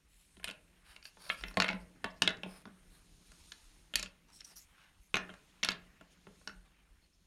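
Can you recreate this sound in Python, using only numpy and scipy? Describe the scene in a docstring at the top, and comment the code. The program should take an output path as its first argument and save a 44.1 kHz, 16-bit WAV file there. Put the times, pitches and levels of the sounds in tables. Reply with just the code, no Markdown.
"""Wooden puzzle blocks click together, land and bounce as hands pull them apart over a wooden table.
Each impact excites damped modes of the piece and the tabletop, and a small room reverberates.
Between impacts, friction of wood, skin and sleeve gives a soft hiss and short gritty strokes.
Underneath, the table murmurs below the hands, a rumble wavers, and jogs of table or arm swell deeply."""
import sys
import numpy as np
from scipy import signal
from scipy.fft import rfft, irfft, next_fast_len
from scipy.io import wavfile
from scipy.ndimage import uniform_filter1d, map_coordinates

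SR = 44100
rng = np.random.default_rng(int(sys.argv[2]) if len(sys.argv) > 2 else 0)


def unload_audio(sound):
    """Save the sound as a 16-bit wav file, at the path given as the first command line argument."""
    columns = np.transpose(np.atleast_2d(sound))
    # keep every value between -1 and 1, then stretch to whole-number steps
    steps = np.round(np.clip(columns, -1, 1) * 32767)
    wavfile.write(sys.argv[1], SR, steps.astype(np.int16))


N = 320166

# Handling. Each row: time in seconds, then levels in dB of wood on wood, skin on wood and sleeve hiss.
RUB_LEVELS = [(0.0, -78, -85, -85), (0.34, -77.5, -74.5, -72.5), (0.83, -71, -84, -81),
              (1.21, -77, -68, -75), (1.48, -66, -68, -82), (1.6, -68, -76, -65), (1.84, -72.5, -77.5, -78),
              (2.45, -71, -76, -79), (2.69, -71.5, -79.5, -76.5), (3.19, -74.5, -70, -73),
              (3.46, -72, -64, -67.5), (4.33, -76.5, -83.5, -85.5), (4.49, -77.5, -69, -68.5),
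              (4.77, -68, -82.5, -85), (5.09, -78.5, -78.5, -78), (5.28, -69.5, -73, -76),
              (5.96, -70, -79, -93), (6.41, -76, -70.5, -72), (6.81, -72.5, -85.5, -88),
              (7.26, -83.5, -78, -85)]
# The table under the hands. Each row: time in seconds, murmur level in dB.
MURMUR_LEVELS = [(0.0, -78.5), (0.36, -78), (0.51, -70), (1.11, -78.5), (1.62, -60), (2.04, -66.5),
                 (2.3, -65), (2.55, -68.5), (2.75, -69), (3.62, -72), (4.04, -72.5), (4.51, -74.5),
                 (5.11, -78), (5.26, -72.5), (6.41, -72), (7.26, -80)]
# Noise spectra. Each row: frequency in Hz, relative spectral density in dB.
SLIDE_SPECTRUM = [(400, -20.5), (800, 0), (1500, 0), (2600, 0), (3600, -7), (5000, -12.5)]
RUMBLE_SPECTRUM = [(12, -21.5), (25, -1.5), (40, 5.5), (60, -0.5), (90, -5), (130, -34.5)]
MURMUR_SPECTRUM = [(80, -15.5), (150, -1), (180, 2), (215, -8), (300, -6), (400, -12.5), (700, -18.5),
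                   (1000, -47.5)]
# Resonances of skin on wood and of fine skin and sleeve hiss. Each row: centre in Hz, width in Hz,
# gain in dB.
SKIN_PEAKS = [(4130, 3300, -8.5), (5730, 870, -3.5), (6300, 620, -2), (7320, 770, -9)]
HISS_PEAKS = [(8100, 690, -0.5), (9550, 1100, 0.5), (11300, 660, -0.5), (12800, 1600, -10.5)]
# A piece or finger drawn along wood. Each row: start in seconds, length in seconds, then level in dB
# and centre in Hz for each of the low, middle and high bands.
STROKES = [(0.079, 0.23, -74.5, 2820, -74, 7160, -69.5, 10100),
           (0.843, 0.14, -62.5, 1790, -74, 4440, -67, 9600),
           (1.033, 0.071, -64.5, 2580, -62, 4770, -61, 9700),
           (1.189, 0.18, -59.5, 1170, -59, 4570, -58, 9800),
           (1.293, 0.061, -56, 2540, -76, 4240, -56.5, 10000),
           (1.358, 0.095, -60, 2580, -62.5, 4760, -61.5, 9500),
           (1.452, 0.074, -83, 2410, -70, 5430, -61, 11300),
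           (1.792, 0.055, -84, 1540, -73, 4820, -74, 9470), (2.102, 0.017, -68, 1550, -62, 5050, -84, 8500),
           (2.159, 0.036, -81, 1380, -68.5, 4850, -83.5, 8270),
           (2.46, 0.17, -62, 1120, -67, 5100, -62, 9650),
           (2.895, 0.11, -71.5, 1610, -74.5, 3940, -67, 9100),
           (4.274, 0.081, -68.5, 1060, -72, 5870, -76, 8400),
           (4.32, 0.082, -70.5, 3750, -62, 5510, -60.5, 7840),
           (4.386, 0.036, -63.5, 3620, -62, 5500, -69, 8200),
           (4.443, 0.018, -74, 3100, -51, 5770, -60, 8000),
           (4.447, 0.085, -69.5, 1380, -63.5, 5900, -62.5, 8300),
           (4.499, 0.048, -66.5, 895, -67.5, 4740, -70, 11370),
           (4.556, 0.044, -68, 1220, -52.5, 5630, -52, 10800),
           (4.576, 0.078, -72, 3620, -61, 6700, -63, 11370),
           (4.762, 0.15, -66, 1570, -93, 4200, -101, 9500),
           (5.003, 0.091, -95.5, 2600, -75, 6400, -71, 11020),
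           (6.102, 0.047, -71, 3100, -73, 6300, -74, 9200),
           (6.643, 0.053, -71.5, 1200, -93, 4460, -92, 9300),
           (7.013, 0.067, -83.5, 2590, -76.5, 4300, -87.5, 9020),
           (7.123, 0.043, -92.5, 1035, -77, 5190, -89.5, 8400)]
# Jogs of the table or an arm. Each row: time of the crest in seconds, level in dB.
JOGS = [(0.241, -84), (0.42, -63), (1.29, -62), (1.43, -43.5), (1.485, -48.5), (1.6, -49), (1.7, -54),
        (1.8, -51), (2.06, -53), (2.53, -59), (2.771, -73), (3.35, -80), (3.659, -57), (3.97, -45.5),
        (6.57, -54.5), (6.75, -67)]
# Impacts. Each row: start in seconds, nominal peak in dB, low and high emphasised frequencies in Hz,
# then relative drive in dB of 4-7 kHz, of 8-12 kHz, of the table's middle modes and of its boom.
IMPACTS = [(0.3687, -48.5, 3340, 9350, -7, -12, -6, -0.5), (0.3978, -46, 1690, 8700, -19, -16, -4, -34),
           (0.431, -43, 1690, 10700, -29, -10, -9, -21), (0.443, -23, 3200, 9020, -7.5, -4.5, -15.5, -45),
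           (0.4751, -32, 3080, 9000, -8, -19, -17, -19), (0.4813, -29.5, 2950, 9250, -6, -8.5, -27, -37),
           (0.4892, -33, 3060, 10000, -15, -10, -6.5, -35), (0.4987, -32, 2940, 4400, -9, -17, -28, -15),
           (0.5107, -33, 2560, 9100, -4, -8, -11.5, -28), (0.9628, -38.5, 2560, 4330, -6.5, -14, -15, -27),
           (1.0267, -43.5, 2560, 4600, 3, -27, -29, -40), (1.0542, -33.5, 2640, 4370, 5, -7, -21, -51),
           (1.1706, -51, 1340, 11300, -20, -18, 4.5, -8), (1.265, -46.5, 1500, 4500, -12.5, -25, -2, -19.5),
           (1.2939, -31.5, 3420, 4220, 4.5, -10, -12, -29.5),
           (1.3, -15.5, 2150, 4300, -35, -43.5, -18.5, -30),
           (1.4103, -41.5, 1550, 5550, -1.5, -24, -8.5, -17),
           (1.4375, -24.5, 2320, 4220, -15, -28.5, -12, -19),
           (1.4833, -37, 2500, 5500, 2.5, -16.5, -17, -20.5),
           (1.504, -51.5, 1010, 10180, -10, 6, -9.5, -31),
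           (1.5118, -40.5, 1080, 9560, -19.5, -19.5, -19.5, -28),
           (1.542, -44, 1020, 4400, 6.5, -12.5, -4, -12.5), (1.5714, -17, 2010, 4500, -10, -14, 2.5, -6.5),
           (1.6012, -11, 1240, 4330, -6.5, -24, -12.5, -31.5),
           (1.6214, -14, 2240, 4340, -8.5, -19.5, -26, -20.5),
           (1.644, -19, 2120, 4300, -21, -21.5, -11, -28), (1.6633, -29.5, 1140, 4310, -16, -23, -16, -25),
           (1.682, -24, 2350, 5320, -15, -18, -12, -20.5), (1.6887, -17, 2050, 4420, -11.5, -38, -16, -24),
           (1.7018, -28.5, 2430, 4330, -17, -42, -0.5, -18), (1.71, -34, 2720, 4860, -3, -30, -26, -19),
           (1.73, -30.5, 1470, 5130, -14, -47, -6, -3), (2.0431, -21, 1320, 5000, -16, -19, -2.5, -11),
           (2.0609, -35.5, 1730, 4500, -32.5, -25.5, -1, -31),
           (2.2206, -9.5, 2920, 8500, -1.5, -15, -15, -18.5),
           (2.2759, -10, 3880, 5040, -16, -24, -16, -30.5), (2.2911, -29, 2150, 4300, -3, -19, -10.5, -15),
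           (2.306, -30, 1420, 4290, -12, -17, -25.5, -32), (2.3705, -49, 3500, 11000, 9, -7, -16, -19),
           (2.434, -27, 2700, 5400, -19.5, -23, -5, -14.5), (2.461, -44, 1100, 4500, -20, -30, 12, 2),
           (2.6546, -38, 1110, 5400, -12, -44, -4.5, -5), (2.676, -53, 1110, 4500, -10, -32, 4, 12),
           (3.318, -45.5, 1620, 8700, 1, -5, -11, -17), (3.5196, -32, 3680, 4250, 1, -14, -21, -45),
           (3.938, -26, 3010, 7200, -15, -17, -20.5, -25), (3.956, -11.5, 2770, 4560, 5, 3, -26, -34.5),
           (3.9886, -33, 2580, 5560, -11, -3, -25.5, -16), (3.995, -24.5, 2540, 7190, 6, -3.5, -16.5, -47),
           (4.002, -38.5, 2500, 5000, 5, 2, -19.5, -31), (4.028, -24.5, 2100, 6960, 9.5, 0.5, -19, -27.5),
           (4.0322, -31, 3730, 4540, -14, -39, -18.5, -19), (4.06, -35, 2640, 4700, -4, -12, -21, -57),
           (4.406, -36, 3260, 5400, 7, -10.5, -58, -38), (4.415, -46.5, 2160, 4220, -16, -15, -23, -36),
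           (4.449, -48, 1310, 5500, 13, 12, -21, -44), (5.1428, -13, 2500, 6230, -13, -28, -11.5, -24),
           (5.155, -19.5, 2630, 6350, -7, -14.5, -13.5, -14.5),
           (5.1689, -18.5, 1640, 6200, -5.5, -17.5, -12.5, -46.5),
           (5.2921, -37, 1500, 4220, -27, -27, -2.5, -19), (5.301, -41.5, 2900, 4210, -25, -31, 0.5, -13.5),
           (5.339, -42, 1500, 7000, -11, -19, -8.5, -32.5),
           (5.6306, -20.5, 3440, 5740, -15.5, -16.5, -21, -20.5),
           (5.6337, -15, 2540, 5750, -3, -31, -18.5, -33.5), (5.6474, -17.5, 3880, 4520, -2, -6, -18, -25),
           (5.6557, -32, 1400, 5320, -11, -28.5, -15.5, -27), (5.688, -14, 2960, 5100, 0, -43, -33, -27.5),
           (5.706, -30, 3400, 4300, -6, -9, -10, -33), (5.7179, -26, 3830, 4570, -5, -16.5, -15, -22),
           (6.0108, -44, 1510, 7340, -12, -14, -0.5, -8), (6.269, -44, 1420, 9260, -19, -24, 4.5, -4),
           (6.414, -54.5, 1240, 4500, -7, -17, 1, -14), (6.4745, -26.5, 1440, 5490, 0.5, -18, -13.5, -21.5),
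           (6.4947, -37, 1350, 5360, -16, -22, -30, -14)]
# Modes of a piece and of the tabletop. Each row: frequency in Hz, gain in dB, 60 dB decay in seconds.
PIECE_MODES = [(1140, -9.5, 0.031), (1432, 6, 0.033), (1730, 9, 0.018), (2140, 5, .025), (2560, 3, 0.045),
               (2820, 2.5, 0.027), (3100, 0.5, 0.036), (3448, 4, 0.014), (3924, 5.5, 0.026),
               (4500, 6.5, 0.014), (5075, 6, 0.0044), (6460, -11.5, 0.013), (6870, -14.5, 0.011),
               (7800, -3, 0.0077), (8490, 5.5, 0.0082), (10160, -6, 0.0023)]
TABLE_MID_MODES = [(445, -4, 0.038), (533, -8.5, 0.025), (637, 1.5, 0.04), (730, -10, 0.034),
                   (830, -8.5, 0.041), (891, -9.5, 0.075), (1055, -6, 0.08)]
TABLE_BOOM_MODES = [(110, -8, 0.08), (179.4, -7.5, 0.49), (190.1, -1, .2), (212.4, -3, 0.11),
                    (277.6, -5, 0.12), (331, -5.5, 0.073), (398, -3.5, 0.053)]
# Room reverberation. 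Each row: frequency in Hz, 60 dB decay in seconds.
ROOM_T60 = [(200, 0.7), (700, .34), (1900, 0.29), (4800, 0.17), (12000, 0.094)]
# Microphone response. Each row: frequency in Hz, gain in dB.
MICROPHONE = [(1000, 0), (4300, 0.5), (4900, -2.5), (5500, 1), (6000, -5), (6600, -3), (7700, -2.5),
              (8400, -3), (8800, 0.5), (9400, 0), (10400, -5.5), (11300, -3.5), (12500, -7), (14000, -7),
              (16400, -17.5)]


def amp(db):
    """Decibels to amplitude ratio."""
    return 10 ** (np.asarray(db) / 20)


def unit(x):
    """Normalisation to rms 1."""
    return x / np.sqrt(np.mean(x ** 2) + 1e-20)


def along(points, hz):
    """Interpolation of (Hz, value) points on a logarithmic frequency axis."""
    point_hz, values = np.transpose(points)
    return np.interp(np.log(hz + 1), np.log(point_hz + 1), values)


def curves(rows):
    """Linear interpolation, per sample, of each column after the time."""
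    times, *columns = np.transpose(rows)
    return [np.interp(np.arange(N) / SR, times, column) for column in columns]


def wobble(rate):
    """A smooth random curve with rate knots a second."""
    return map_coordinates(rng.standard_normal(int(N * rate / SR) + 4), [np.arange(N) * rate / SR])


def filtered(x, response):
    """Linear filtering: the spectrum is multiplied by a frequency response."""
    size = next_fast_len(N + SR // 2)
    return irfft(rfft(x, size) * response(np.fft.rfftfreq(size, 1 / SR)), size)[..., :N]


def resonance(f, hz, width):
    """Band-pass response of a damped oscillator."""
    return 1j * f * width / (hz * hz - f * f + 1j * f * width)


def peaks(modes):
    """Response of resonators in parallel, alternating in polarity."""
    return lambda f: sum((-1) ** k * amp(db) * resonance(f, hz, width)
                         for k, (hz, width, db) in enumerate(modes))


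def place(starts, rows):
    """Superposition of sounds at their starts in seconds."""
    at = np.round(starts * SR).astype(int) + np.arange(rows.shape[1])
    return np.bincount(at.ravel(), rows.ravel(), N + SR)[:N]


def friction(response, grit_db, patchy_db):
    """Friction noise of rms 1: fibres catch unevenly, and the spectrum shifts as the grip moves."""
    catches = rng.standard_normal(N) * amp(grit_db * wobble(220))
    spectra = signal.stft(catches, nperseg=256)[2]
    patches = uniform_filter1d(rng.standard_normal(spectra.shape), size=4, axis=0)
    patches = unit(uniform_filter1d(patches, size=14, axis=1))
    patched = signal.istft(spectra * amp(patchy_db * patches), nperseg=256)[1][:N]
    return unit(filtered(patched, response))


def rubbing():
    """Sliding friction: wood on wood gives broad noise, skin and sleeves hiss in resonant bands."""
    slide_db, skin_db, hiss_db = curves(RUB_LEVELS)
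    slide = amp(slide_db) * friction(lambda f: amp(along(SLIDE_SPECTRUM, f)), grit_db=1.0, patchy_db=2.5)
    skin = amp(skin_db) * friction(peaks(SKIN_PEAKS), grit_db=-0.5, patchy_db=-0.5)
    hiss = amp(hiss_db) * friction(peaks(HISS_PEAKS), grit_db=1.0, patchy_db=2.5)
    return slide + skin + hiss


def rumble():
    """Random amplitude modulation makes a deep noise waver."""
    level = amp(-68.5 + 2.5 * wobble(rate=8.9))
    return level * friction(lambda f: amp(along(RUMBLE_SPECTRUM, f)), grit_db=-0.2, patchy_db=2.5)


def table_murmur():
    """Forced vibration: moving hands drive the table with low noise."""
    level = amp(curves(MURMUR_LEVELS)[0])
    return level * friction(lambda f: amp(along(MURMUR_SPECTRUM, f)), grit_db=0.8, patchy_db=1.0)


def strokes():
    """Friction excites three resonances of the contact as each stroke swells and stops."""
    start, length, *bands = np.transpose(STROKES)[:, :, None]
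    t = np.arange(SR // 4) / SR
    f = np.fft.rfftfreq(len(t), 1 / SR)
    swell = np.sin(np.pi * np.clip(t / length, 0, 1) ** 0.89) ** 0.71
    grit = amp(23 * uniform_filter1d(rng.standard_normal((len(start), len(t))), size=100, axis=1))
    ripple = uniform_filter1d(rng.standard_normal((len(start), len(f))), size=90, axis=1)
    grip_colour = amp(2.5 * unit(ripple))  # every grip favours other pitches
    relative_widths, tilts = (.4, .05, .08), (.1, .3, 2.6)
    rows = 0
    for db, hz, width, tilt in zip(bands[::2], bands[1::2], relative_widths, tilts):
        narrow, broad = resonance(f, hz, width * hz), resonance(f, hz, 7 * width * hz)
        response = (narrow + .5 * broad * (f / hz) ** tilt) * broad * grip_colour
        band = irfft(rfft(grit * rng.standard_normal(grit.shape)) * response, len(t))
        rows = rows + amp(db) * band / band.std(axis=1, keepdims=True)
    return place(start, swell * rows)


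def jogs():
    """A jogged table or arm sways: a deep oscillation grows and decays exponentially."""
    lead_s, rise_s, fall_s, sway_hz = .1, 0.018, .05, 42
    crest, db = np.transpose(JOGS)[:, :, None]
    t = np.arange(SR // 2) / SR - lead_s
    swell = np.exp(np.where(t < 0, t / rise_s, -t / fall_s))
    detune, phase = rng.standard_normal((len(crest), 2)).T[:, :, None]
    sway = np.cos(2 * np.pi * sway_hz * (1 + .15 * detune) * t + phase)
    return place(crest - lead_s, amp(db) * swell * sway)


def blow_spectrum_db(f):
    """Excitation spectrum, one row per impact: a low hump crosses over to a peaked treble shelf."""
    low_hz, high_hz, bright_db, sheen_db, mids_db = np.transpose(IMPACTS)[2:7, :, None]
    hump = 5 * np.exp(-(np.log(f / low_hz) / 0.17) ** 2) - 5 * np.abs(np.log2(f / low_hz))
    shelf = bright_db + np.clip((f - 6500) / 2000, 0, 1) * (sheen_db - bright_db)
    peak = 9 * np.exp(-(np.log(f / high_hz) / .05) ** 2)
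    treble = shelf + peak - 5.5 * np.clip(f / 1000 - 11.5, 0, None)
    crossover = np.clip((f - 3700) / 700, 0, 1)
    body = (mids_db + 1.0) * np.clip(np.log2(1100 / f), 0, 1.5)
    return hump + crossover * (treble - hump) + body


def ringing(modes, blow_db, t, scatter_db, detune):
    """Free vibration, one row per blow: a sum of damped modes, each shifted a little by the grip."""
    hz, db, t60 = np.transpose(modes)
    loudness, polarity, shift = rng.standard_normal((len(blow_db), 3, len(hz))).swapaxes(0, 1)
    strength = amp(db + blow_db + scatter_db * loudness) * np.sign(polarity)
    phase = 2 * np.pi * (hz * (1 + detune * shift))[:, :, None] * t
    partials = amp(-60 * t / t60[:, None]) * np.sin(phase.astype(np.float32))
    return (strength[:, None] @ partials)[:, 0]


def clacks(t):
    """Impulse response of each struck piece: the direct sound and the sound radiated into the room."""
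    size = len(t)
    cepstrum = irfft(np.log(amp(blow_spectrum_db(np.fft.rfftfreq(size, 1 / SR) + 1))))
    causal = np.r_[1, np.full(size // 2 - 1, 2), np.zeros(size // 2)]
    colour = np.exp(rfft(cepstrum * causal))  # minimum phase
    late = t - .002  # the sound returns scattered from the hands and the tabletop
    scatter = 0.35 * amp(-60 * t / 0.01) + 0.51 * (late > 0) * amp(-60 * np.abs(late) / 0.004)
    jolt = (t == 0) + scatter * rng.standard_normal((len(IMPACTS), size))
    drive_db = blow_spectrum_db(np.transpose(PIECE_MODES)[0])
    ring = amp(-26.5) * ringing(PIECE_MODES, drive_db, t, scatter_db=2.8, detune=0.025)
    direct = irfft(rfft(jolt) * colour) + ring
    radiated = 1.38 * irfft(colour) + 0.41 * ring  # smoother, being averaged over all directions
    nominal_peak = 0.24 * np.linalg.norm(direct, axis=1, keepdims=True)
    return direct / nominal_peak, radiated / nominal_peak


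def room(rows, t):
    """Reverberation: each blow has its own diffuse tail, each frequency its own decay rate."""
    hz, times, spectra = signal.stft(rng.standard_normal(rows.shape), SR, nperseg=128)
    decay = amp(-60 * times / along(ROOM_T60, hz)[:, None])
    tail = signal.istft(spectra * decay, SR, nperseg=128)[1][:, :len(t)]
    tail = tail * np.clip(t / 0.004, 0, 1) / np.linalg.norm(tail, axis=1).mean()
    return signal.fftconvolve(rows, tail, axes=1)[:, :len(t)]


def impacts():
    """Impact excitation: each contact clacks the piece, sets the tabletop ringing and fills the room."""
    start, db, *_, mids_db, boom_db = np.transpose(IMPACTS)[:, :, None]
    t = np.arange(int(.36 * SR)) / SR
    direct, radiated = clacks(t[:2048])
    board = amp(-11.5) * ringing(TABLE_MID_MODES, mids_db, t[:len(t) // 2], scatter_db=3.3, detune=0.035)
    boom = amp(-4.5) * ringing(TABLE_BOOM_MODES, boom_db, t, scatter_db=2.44, detune=0.018)
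    boom *= 1 - np.exp(-t / 0.004)
    direct, radiated, board = (np.pad(x, ((0, 0), (0, len(t) - x.shape[1])))
                               for x in (direct, radiated, board))
    room_db = -0.5 + 0.04 * mids_db  # dull landings on the table fill the room more
    reverberation = amp(room_db) * room(radiated + 0.51 * board, t)
    return place(start, amp(db) * (direct + board + boom + reverberation))


def scene():
    """Superposition of all sources at one microphone."""
    return (impacts() + strokes() + rubbing() + jogs() + rumble() + table_murmur())[None]


def record(dry):
    """Band limiting: the microphone dulls the treble, and the recorder passes nothing above 16.5 kHz."""
    return filtered(dry, lambda hz: amp(along(MICROPHONE, hz)) * (hz < 16500))


dry = scene()
out = record(dry)
unload_audio(out)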